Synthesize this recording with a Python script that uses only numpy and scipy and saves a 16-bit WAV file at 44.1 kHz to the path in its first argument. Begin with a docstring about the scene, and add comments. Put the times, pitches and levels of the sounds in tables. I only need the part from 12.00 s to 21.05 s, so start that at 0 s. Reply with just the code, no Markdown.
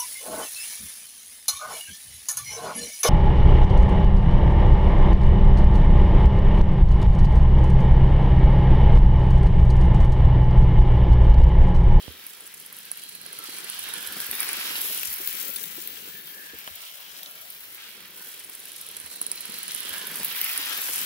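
"""A small room with a hard floor: a small live-steam engine laps an oval of plastic-bedded track, close to a phone.
Filtered noise hisses and sputters as steam; exhaust puffs and spits are noise puffs with short cracks of water.
Noise grains through resonances make the wheels grind and the bed rumble; damped tones make knocks and ticks.
The phone's two ports hear it with their own lag, level and resonance, over short echoes and finger bumps."""
import sys
import numpy as np
from scipy import signal
from scipy.fft import rfft, irfft
from scipy.io import wavfile
from scipy.ndimage import uniform_filter1d

SR = 44100
rng = np.random.default_rng(int(sys.argv[2]) if len(sys.argv) > 2 else 0)


def unload_wav(signal):
    """Save mono or channel-first audio to the path in sys.argv[1] as 16-bit WAV at rate SR, clipped to [-1, 1]."""
    wavfile.write(
        sys.argv[1],
        SR,
        np.round(np.clip(np.atleast_2d(signal).T, -1, 1) * 32767).astype(np.int16),
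    )


N = 399105
LAP_S = 6.01

# engine position: (time into lap [s], distance [m], lead of left port [ms])
ENGINE_PLACE = [(0, 2.14, 0.043), (.55, 2.47, 0.0055), (1.1, 2.15, -0.068), (1.6, 1.17, -0.072),
                (1.95, 0.97, -0.078), (2.2, 0.93, 0.024), (2.4, 0.67, 0.071), (2.7, 0.49, 0.15),
                (3.05, 0.72, 0.417), (3.5, 1.26, 0.46), (4.2, 2.18, 0.47), (4.6, 1.65, 0.38),
                (5.2, 1.96, 0.31)]


def engine_place():
    """Distance in m and left-port lead in ms, repeating each lap."""
    return lap(ENGINE_PLACE)


# jet, nominal: (time into lap [s], hiss level [dB], thin top level [dB], top left minus right [dB])
JET_LEVELS = [(0, -57, -52, 2), (.3, -51.5, -48.5, -5), (.6, -48, -52, -4), (1, -48.5, -53, -6),
              (1.5, -45.5, -53, -1), (2, -44, -44, -9), (2.4, -40.5, -36.5, 0), (2.65, -43, -39, -9),
              (2.9, -36, -36, -4), (3.15, -37.5, -34, -2), (3.55, -40, -40.5, 12), (3.75, -46, -41.5, 7),
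              (4.05, -49, -46.5, -2), (4.3, -53, -46.5, 3), (5.1, -51, -50, 2), (5.5, -50.5, -46.5, -1)]
JET_GAIN_DB_PER_LAP = 1
SURGE_S, SURGE_HALF_S, SURGE_DB = 6.28, 0.16, 3


def jet_levels():
    """Hiss level, top level and top pan; pressure creeps up and surges once."""
    hiss_db, top_db, top_pan_db = lap(JET_LEVELS)
    t = np.arange(N) / SR
    pressure_db = JET_GAIN_DB_PER_LAP * t / LAP_S + SURGE_DB * hump(t - SURGE_S, SURGE_HALF_S)
    return hiss_db + pressure_db, top_db + pressure_db, top_pan_db


def steam(hiss_db, top_db, hiss_pan_db, top_pan_db):
    """A jet that sputters as droplets flash; its thin top beams another way than its body."""
    jet = noise(direct=0.034) * (1 + 0.35 * grains(90, 3.5, 0.0014))
    sputter = 1 + 0.25 * grains(62, 4, 0.006)
    body = unit(band(jet * sputter, 5770, 13350))
    body = body * undb(hiss_db + walk(18)) * sides(hiss_pan_db)
    top_sputter = 1 + 0.27 * grains(60, 6.1, 0.0031)
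    top = unit(band(jet * top_sputter, 11030, 16000))
    top = top * undb(top_db + 0.65 * walk(21)) * sides(top_pan_db)
    return body + top


# single puffs and sharp spits, on and off the beat:
# (time [s], level [dB], colour [Hz], wetness [0-1, soft puff to sharp spit])
PUFFS_AND_SPITS = [(0.265, -19, 12500, 0.33), (.466, -27.5, 10300, 0.8), (.6242, -33, 11500, .9),
                   (0.7662, -27, 11900, 0.8), (0.9145, -13.5, 10500, 0.86), (1.2625, -22, 11400, .9),
                   (1.585, -19, 10300, 0.45), (1.698, -14, 10300, 0.4), (1.937, -12, 10000, 0.5),
                   (2.167, -16, 13800, 0.9), (2.202, -10, 13000, 0.6), (2.2189, -13.5, 12900, 0.55),
                   (2.3124, -11, 11300, 0.9), (2.4036, -8, 10500, 0.64), (2.4289, -11, 12900, .45),
                   (2.489, -14, 10400, 1), (2.5305, -12.5, 11800, 1), (2.9762, -15, 10400, 0.8),
                   (2.9957, -16, 10600, 0.8), (3.031, -11, 13200, .65), (3.0556, -15, 11500, 0.6),
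                   (3.274, -5.5, 14900, 0.4), (3.327, -17, 11600, 0.6), (3.3516, -19, 11400, 1),
                   (3.5602, -12, 10200, 0.5), (3.6377, -15.5, 13900, 0.2), (3.874, -14.5, 12900, 0.5),
                   (4.587, -18, 14500, .5), (5.2303, -23, 12900, 0.4), (5.502, -25, 11500, 0),
                   (6.7177, -25.5, 10600, 0.7), (6.8874, -24.5, 10500, 0.4), (6.966, -17, 10150, 0.36),
                   (7.0, -20, 11000, 0.7), (7.214, -9, 10500, 0.3), (7.265, -12, 10420, 0.88),
                   (7.3153, -11, 9450, 1), (7.5208, -22, 10840, 0.79), (7.6794, -16.5, 10300, 0.6),
                   (7.7478, -15, 10200, 0.47), (7.7773, -18, 9960, 0.5), (8.0134, -20, 9900, 0.6),
                   (8.2317, -14, 13200, 0.77), (8.247, -10.5, 12800, 0), (8.2653, -22, 12360, .7),
                   (8.4136, -5.5, 13400, 0.54), (8.443, -11.5, 12700, 0.1), (8.5763, -9.5, 10600, 0.9),
                   (8.7283, -19, 11600, 0.2), (8.9114, -21.5, 10900, 0.3), (8.959, -11, 11000, 0.3),
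                   (8.9806, -16, 11000, 0.93), (9.015, -15, 12880, 0.7)]
# running count of exhaust beats, setting the engine's pace: (time [s], count [beats])
BEAT_COUNT_AT = [(-.02, -7), (.478, 0), (.915, 7), (1.275, 13), (1.444, 16), (1.698, 21), (1.937, 26),
                 (2.313, 34), (2.612, 41), (6.104, 111), (6.289, 114), (6.815, 124), (7.41, 136),
                 (8.116, 152), (8.577, 163), (9.06, 175)]
BEAT_DB, BEAT_DB_PER_MS, BEAT_SCATTER_DB = 22, -18, 3  # over the hiss; per ms of left lead
BEAT_HZ, BEAT_HZ_PER_MS, BEAT_SCATTER_HZ = 12300, 6030, 500
BEAT_JITTER_S, BEAT_WET, BEAT_CLEARANCE_S = 0.0015, 0.15, 0.012
PUFF_RISE_S = 0.0011


def exhaust_rows(hiss_db, lead_ms):
    """Single puffs and spits plus the regular beats that fall clear of them."""
    when, count = np.transpose(BEAT_COUNT_AT)
    s = np.interp(np.arange(count[0], count[-1]), count, when)
    chance = rng.standard_normal((N // 1000, 3))[:len(s)].T
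    s = np.clip(s - 2 * PUFF_RISE_S + BEAT_JITTER_S * chance[0], 0.02, N / SR - 0.02)
    i = (s * SR).astype(int)
    db = hiss_db[i] + BEAT_DB + BEAT_DB_PER_MS * lead_ms[i] + BEAT_SCATTER_DB * np.tanh(chance[1])
    hz = BEAT_HZ + BEAT_HZ_PER_MS * lead_ms[i] + BEAT_SCATTER_HZ * chance[2]
    regular = np.transpose([s, db, hz, np.full(len(s), BEAT_WET)])
    gap_s = np.abs(s[:, None] - np.array(PUFFS_AND_SPITS)[:, 0]).min(axis=1)
    return np.vstack([PUFFS_AND_SPITS, regular[gap_s > BEAT_CLEARANCE_S]])


FLOOR_LAG_S, FLOOR_DB = 0.0004, -5.5  # the floor mirrors each crack


def puffs(rows, pan_db):
    """A puff of steam swells and fades; a droplet cracks at its height in under a millisecond."""
    lead_in_s = 0.015
    out, t = np.zeros((2, N)), np.arange(int(0.05 * SR)) / SR - lead_in_s
    rush = rng.standard_normal((N // 1000, len(t)))
    for (s, db, hz, wet), air in zip(rows, rush):
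        wet = np.clip(wet, 0, 1)
        crack_decay = np.exp(-np.where(t < 0, -t / 0.0001, t / 0.00009))
        crack = 1.76 * wet * np.cos(2 * np.pi * hz * t) * crack_decay
        crack = crack + undb(FLOOR_DB) * np.interp(t - FLOOR_LAG_S, t, crack)
        # the wetter the row, the more sudden its start
        rise_s = 0.0002 + 0.0012 * (1 - wet) ** 2
        fall_s = 0.0012 + 0.0016 * (1 - wet)
        swell = np.exp(-np.where(t < 0, -t / rise_s, t / fall_s))
        puff = swell * band(air, hz - 2000, hz + 2500)
        puff = 0.38 * (1 - 0.92 * wet) * puff * np.sqrt(np.sum(swell ** 2) / np.sum(puff ** 2))
        # broadband blow of the valve gear
        blow = 0.16 * air * (t > 0) * np.exp(-np.abs(t) / 0.00068)
        pan = sides(pan_db[int(s * SR)])
        add(out, s + PUFF_RISE_S - lead_in_s, undb(db) * np.outer(pan, crack + puff + blow))
    return out


# rail resonances, low then high: (centre [Hz], width [Hz], relative level [dB])
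RAIL_DRONE = [(1050, 340, 0), (1775, 730, 5.5), (2405, 1060, 3.5)]
RAIL_GRIT = [(3220, 1090, 8), (4020, 200, -2.5), (5410, 1020, -1)]
DRONE_DB, GRIT_DB, RAIL_NOTES_DB = -45.5, -45, -50  # nominal at 1 m
BEATS_PER_TURN = 4


def wheels(near_db, pan_db):
    """Rough treads excite the rails in dense grains, throbbing as the wheels and rods go round."""
    beat = np.interp(np.arange(N) / SR, *np.transpose(BEAT_COUNT_AT))
    turn = 2 * np.pi * beat / BEATS_PER_TURN
    throb = undb(0.19 * np.sin(turn) + 0.51 * np.sin(2 * turn))
    tread = noise(direct=0.28) * throb
    low_tread = noise(direct=0.45) * throb * (1 + 0.33 * grains(140, 7.1, 0.0056))
    drone = unit(ring(low_tread, RAIL_DRONE)) * undb(DRONE_DB + near_db)
    high_tread = tread * (1 + 0.62 * grains(250, 1.7, 0.0015))
    grit = unit(ring(high_tread, RAIL_GRIT)) * undb(GRIT_DB + near_db)
    notes = rail_notes(tread) * undb(RAIL_NOTES_DB + near_db)
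    return (drone + grit + notes + noise_swells(tread)) * sides(pan_db)


# bands of noise, some wheel growl and some steam hiss:
# (time of first peak [s], half length [s], centre [Hz], width [Hz], level [dB])
NOISE_SWELLS = [(1.347, 0.7, 4080, 700, -55), (1.91, 0.26, 3220, 900, -51.5),
                (2.048, 0.27, 1630, 400, -47.5), (2.018, 0.12, 1130, 350, -55.5),
                (2.456, 0.29, 2410, 1180, -45), (2.497, 0.34, 4630, 1600, -52.5),
                (2.722, 0.18, 1685, 597.3, -51), (2.8, 0.25, 11600, 1400, -43),
                (3.95, 0.39, 14600, 1600, -44.5), (4.3, 0.64, 1720, 190, -52.5),
                (5.005, 1, 684, 240, -62.5), (5.845, 0.17, 2550, 400, -58), (6.234, 0.2, 1502, 160, -56),
                (6.791, 0.82, 710, 300, -68), (8.428, .2, 2530, 1798, -51)]
SWELL_FLUTTER_DB = 2


def noise_swells(source):
    """Bands of noise, some wheel growl and some steam hiss, that swell at the same spots each lap."""
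    out, t = np.zeros((2, N)), np.arange(N) / SR
    for s, half_s, hz, width_hz, db in NOISE_SWELLS:
        swell = hump((t - s + half_s) % LAP_S - half_s, half_s) * (t > s - half_s)
        noise_band = unit(band(source, hz - width_hz / 2, hz + width_hz / 2))
        out = out + undb(db + SWELL_FLUTTER_DB * walk(14)) * swell * noise_band
    return out


RAIL_NOTE_WIDTH_HZ, RAIL_NOTE_WANDER_DB = 59, 3.5


def rail_notes(tread, count=22):
    """Many narrow rail resonances, each swelling and fading on its own."""
    notes_hz = np.geomspace(1350, 4800, count) * (1 + 0.02 * rng.standard_normal(count))
    half_hz = RAIL_NOTE_WIDTH_HZ / 2
    return unit(sum(undb(RAIL_NOTE_WANDER_DB * walk(16)) * band(tread, hz - half_hz, hz + half_hz, order=1)
                    for hz in notes_hz))


# ticks, rattles, squeaks of rods, couplings, flanges:
# (time [s], nominal peak level [dB], pitch [Hz], ring [ms])
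METAL_TICKS = [(1.966, -34, 2840, 3), (2.33, -31, 1920, 3.7), (2.412, -32.5, 1270, 1.6),
               (2.431, -31, 2660, 2.7), (2.483, -29, 4200, 2), (2.612, -30.5, 2370, 2.6),
               (2.653, -36, 1690, 4), (2.756, -31, 2910, 3), (3.034, -31, 2600, 1.8), (3.564, -33, 3560, 3),
               (3.641, -34.5, 3620, 1.8), (3.874, -37.5, 3340, 2), (4.6763, -30, 3140, 0.65),
               (4.6777, -28, 980, .5), (5.166, -42, 3800, 3), (5.232, -41, 3700, 2.7),
               (5.261, -37, 3800, 1.5), (7.376, -38, 4090, 6.8), (7.542, -40, 4000, 8.5),
               (7.71, -31, 3860, 1.7), (7.868, -44, 3300, 4.2), (7.937, -39, 1620, 42),
               (8.017, -37, 2870, 4.5), (8.349, -30, 2010, 1.02), (8.414, -29, 2947, 3.3),
               (8.45, -34, 2760, 3.3), (8.493, -31.5, 2500, 4.2), (8.745, -33, 3100, 2.4),
               (9.015, -38.5, 4560, 2)]
TICK_RISE, TICK_ROUGH = 0.4, 1.1  # rise as share of ring; loose rattle as share of tone


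def ticks(pan_db):
    """Short blows and scrapes, each ringing near its pitch with a loose rattle around it."""
    out, t = np.zeros(N), np.arange(-1300, 3500) / SR
    loose = rng.standard_normal((len(METAL_TICKS), len(t)))
    for (s, db, hz, ring_ms), air in zip(METAL_TICKS, loose):
        rattle = unit(band(air, 0.75 * hz, 1.5 * hz, order=1))
        shake = np.cos(2 * np.pi * hz * t) + TICK_ROUGH * rattle
        decay = np.exp(-np.where(t < 0, -t / TICK_RISE, t) * 1000 / ring_ms)
        add(out, s + t[0], undb(db) * shake * decay)
    return out * sides(pan_db)


# bed resonances: (centre [Hz], width [Hz], relative level [dB])
BED_MODES = [(214.7, 122, 5), (363, 268, 6.5)]
# bed lies unevenly on the floor: (time into lap [s], level over that due to distance [dB])
BED_ON_FLOOR = [(0, -1), (.6, -2.5), (1.5, 1), (1.8, -4), (2.15, 3.5), (2.5, -6.5), (3.6, 2.5), (4.5, 0),
                (4.9, -13.5), (5.3, -3.5), (5.65, -8.5)]
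BED_DB = -53.5  # nominal at 1 m
BED_FALLOFF = 0.68  # share of the wheels' fall with distance: the track carries it along


def bed(near_db, wheel_pan_db):
    """The hollow track bed rumbles in lumps and knocks at rail joints."""
    lumps = noise(direct=0.94) * (1 + 0.71 * grains(45, 2.4, 0.008))
    level_db = BED_DB + BED_FALLOFF * near_db + lap(BED_ON_FLOOR)[0]
    rumble = unit(ring(lumps, BED_MODES, order=2)) * undb(level_db)
    return (rumble + knocks()) * sides(0.5 + 0.1 * wheel_pan_db)


# wheels over rail joints: (time [s], nominal peak level [dB], pitch [Hz])
JOINT_KNOCKS = [(1.484, -34.5, 300), (2.163, -30.5, 216), (2.516, -40, 315), (2.58, -37, 221),
                (2.897, -31.5, 626), (3.2, -33.5, 380), (3.436, -35.5, 318), (3.489, -33, 550),
                (3.778, -33, 337), (4.532, -34.5, 450), (8.196, -35, 226), (8.585, -35, 290),
                (8.888, -31.5, 336)]


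def knocks():
    """Each joint gives a damped tone with a loose rattle."""
    out, t = np.zeros(N), np.arange(int(0.06 * SR)) / SR
    rattle = rng.standard_normal((len(JOINT_KNOCKS), len(t)))
    for (s, db, hz), loose in zip(JOINT_KNOCKS, rattle):
        shake = np.sin(2 * np.pi * hz * t) + 0.93 * unit(band(loose, 234, 460, order=1))
        add(out, s, undb(db) * shake * np.exp(-t / 0.008) * (1 - np.exp(-t / 0.0046)))
    return out


ROOM_T60_S, ROOM_DB = 0.066, -9.5


def room(hits):
    """Diffuse echoes of the hits, unrelated at the two ports."""
    t = np.arange(int(0.3 * SR)) / SR
    tail = rng.standard_normal((2, len(t))) * undb(-60 * t / ROOM_T60_S) * (t > 0.001)
    tail = tail / np.sqrt(np.sum(tail ** 2, axis=1, keepdims=True))
    return undb(ROOM_DB) * signal.fftconvolve(hits, tail, axes=1)[:, :N]


# fingers bump the phone: (time [s], level before pan [dB])
FINGER_BUMPS = [(0.0804, -33), (2.079, -51), (2.293, -46), (3.082, -45.5), (4.54, -49), (4.71, -47),
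                (7.044, -48), (7.909, -50)]
GRIP_DB, GRIP_WANDER_DB = -67, 2


def bumps(hz=76, t60_s=0.16, thud_pan_db=-18, grip_pan_db=-8):
    """Dull thuds through the case, mostly at the right port, over a faint rumble of the grip."""
    out, t = np.zeros(N), np.arange(int(0.2 * SR)) / SR
    for s, db in FINGER_BUMPS:
        # a hard bump starts with a quick swing that sags to the case's own note
        sag = 150 * undb(db) * (1 - np.exp(-t / 0.00065))
        add(out, s, undb(db - 60 * t / t60_s) * np.sin(2 * np.pi * hz * t + sag))
    rumble = unit(band(rng.standard_normal((2, N)), 40, 91))
    rumble = undb(GRIP_DB + GRIP_WANDER_DB * walk(11)) * rumble
    return out * sides(thud_pan_db)[:, None] + rumble * sides(grip_pan_db)[:, None]


def undb(db):
    """dB to amplitude."""
    return 10 ** (np.asarray(db) / 20)


def unit(x):
    """Scale to RMS 1."""
    return x / np.sqrt(np.mean(x ** 2))


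def band(x, lo_hz, hi_hz, order=2):
    """Butterworth band-pass."""
    sos = signal.butter(order, [lo_hz, min(hi_hz, 0.45 * SR)], "band", fs=SR, output="sos")
    return signal.sosfilt(sos, x)


def ring(x, modes, order=1, wander_db=1.7):
    """Sum of resonances, each waxing and waning at each port on its own."""
    out = 0
    for hz, width_hz, db in modes:
        path_db = wander_db * np.array([walk(9), walk(9)])
        out = out + undb(db + path_db) * band(x, hz - width_hz / 2, hz + width_hz / 2, order=order)
    return out


def walk(rate_hz):
    """Random levels held 1 / rate_hz and smoothed twice; spread near 1.7."""
    k = int(SR / rate_hz)
    steps = np.repeat(rng.standard_normal(N // k + 1), k)
    return 2.33 * uniform_filter1d(uniform_filter1d(steps, k), k)[:N]


def grains(per_s, spread_db, tail_s):
    """Envelope of random bursts, many small and few large, each swelling quickly and dying away."""
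    hits = (rng.random(N) < per_s / SR) * undb(spread_db * np.minimum(rng.exponential(size=N), 3))
    pole = np.exp(-2 / (tail_s * SR))
    power = signal.lfilter([1], [1, -2 * pole, pole ** 2], hits ** 2)
    return unit(np.sqrt(np.abs(power)))


def noise(direct):
    """Two-port noise: a share of power straight from the engine, the rest scattered and unrelated."""
    direct = np.clip(direct, 0, 1)
    shared = np.sqrt(direct) * rng.standard_normal(N)
    return shared + np.sqrt(1 - direct) * rng.standard_normal((2, N))


def sides(pan_db):
    """Left and right gains from left minus right in dB."""
    return undb(np.array([pan_db, -pan_db]) / 2)


def add(out, s, x):
    """Mix x into out from s seconds on."""
    i = int(s * SR)
    out[..., i:i + x.shape[-1]] += x[..., :N - i]


def lap(table):
    """Columns of a table over time, repeated every lap."""
    s, *columns = np.transpose(table)
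    return [np.interp(np.arange(N) / SR, s, c, period=LAP_S) for c in columns]


def hump(s, half_s):
    """A smooth swell around each moment where s is zero."""
    return np.cos(np.pi / 2 * np.clip(s / half_s, -1, 1)) ** 2


WHEEL_GAIN_DB_PER_LAP = 0.62
# left minus right with no lead, then per ms of left lead
WHEEL_PAN_DB, HISS_PAN_DB, PUFF_PAN_DB = 3.5, 1, -1
WHEEL_PAN_DB_PER_MS, HISS_PAN_DB_PER_MS, PUFF_PAN_DB_PER_MS = 5, 13, 15


def scene():
    """Place the engine's sounds along the lap, lag the left port, add echoes and bumps."""
    metres, lead_ms = engine_place()
    hiss_db, top_db, top_pan_db = jet_levels()
    near_db = -20 * np.log10(metres) + WHEEL_GAIN_DB_PER_LAP * np.arange(N) / SR / LAP_S
    wheel_pan_db = WHEEL_PAN_DB + WHEEL_PAN_DB_PER_MS * lead_ms
    hiss_pan_db = HISS_PAN_DB + HISS_PAN_DB_PER_MS * lead_ms
    puff_pan_db = PUFF_PAN_DB + PUFF_PAN_DB_PER_MS * lead_ms
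    hits = puffs(exhaust_rows(hiss_db, lead_ms), puff_pan_db) + ticks(wheel_pan_db)
    engine = steam(hiss_db, top_db, hiss_pan_db, top_pan_db) + hits
    engine = engine + wheels(near_db, wheel_pan_db) + bed(near_db, wheel_pan_db)
    # the left port hears the engine earlier or later as it goes round; 4x oversampled
    fine = signal.resample_poly(engine[0], 4, 1)
    left = np.interp(4 * (np.arange(N) + lead_ms * SR / 1000), np.arange(4 * N), fine)
    return np.array([left, engine[1]]) + room(hits) + bumps()


# response of the two ports: (frequency [Hz], left level [dB], right level [dB])
PORT_RESPONSE = [(40, -14, -13), (154, 0, -1.5), (656, -1.5, -1), (940, -1.5, 1.5), (5210, -0.5, 4.5),
                 (6600, -1.5, -4), (9300, -0.5, 5.5), (10520, 1, 8.5), (12130, 2.5, 0.5),
                 (14800, 3.5, -3.5), (16100, 10, -6.5)]
TOP_HZ = 15700


def record(dry):
    """Each port colours the sound with its own causal (minimum-phase) response; the top is cut."""
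    hz, *dbs = np.transpose(PORT_RESPONSE)
    log_grid = np.log(np.linspace(1, SR / 2, 4097))
    out = []
    for x, db in zip(dry, dbs):
        ceps = irfft(np.log(undb(np.interp(log_grid, np.log(hz), db))))
        # fold the cepstrum onto positive time
        ceps[1:4096] *= 2
        ceps[4097:] = 0
        out.append(signal.fftconvolve(x, irfft(np.exp(rfft(ceps))))[:N])
    top_cut = signal.ellip(10, 0.2, 70, TOP_HZ, fs=SR, output="sos")
    return signal.sosfilt(top_cut, np.array(out))


dry = scene()
out = record(dry)
unload_wav(out)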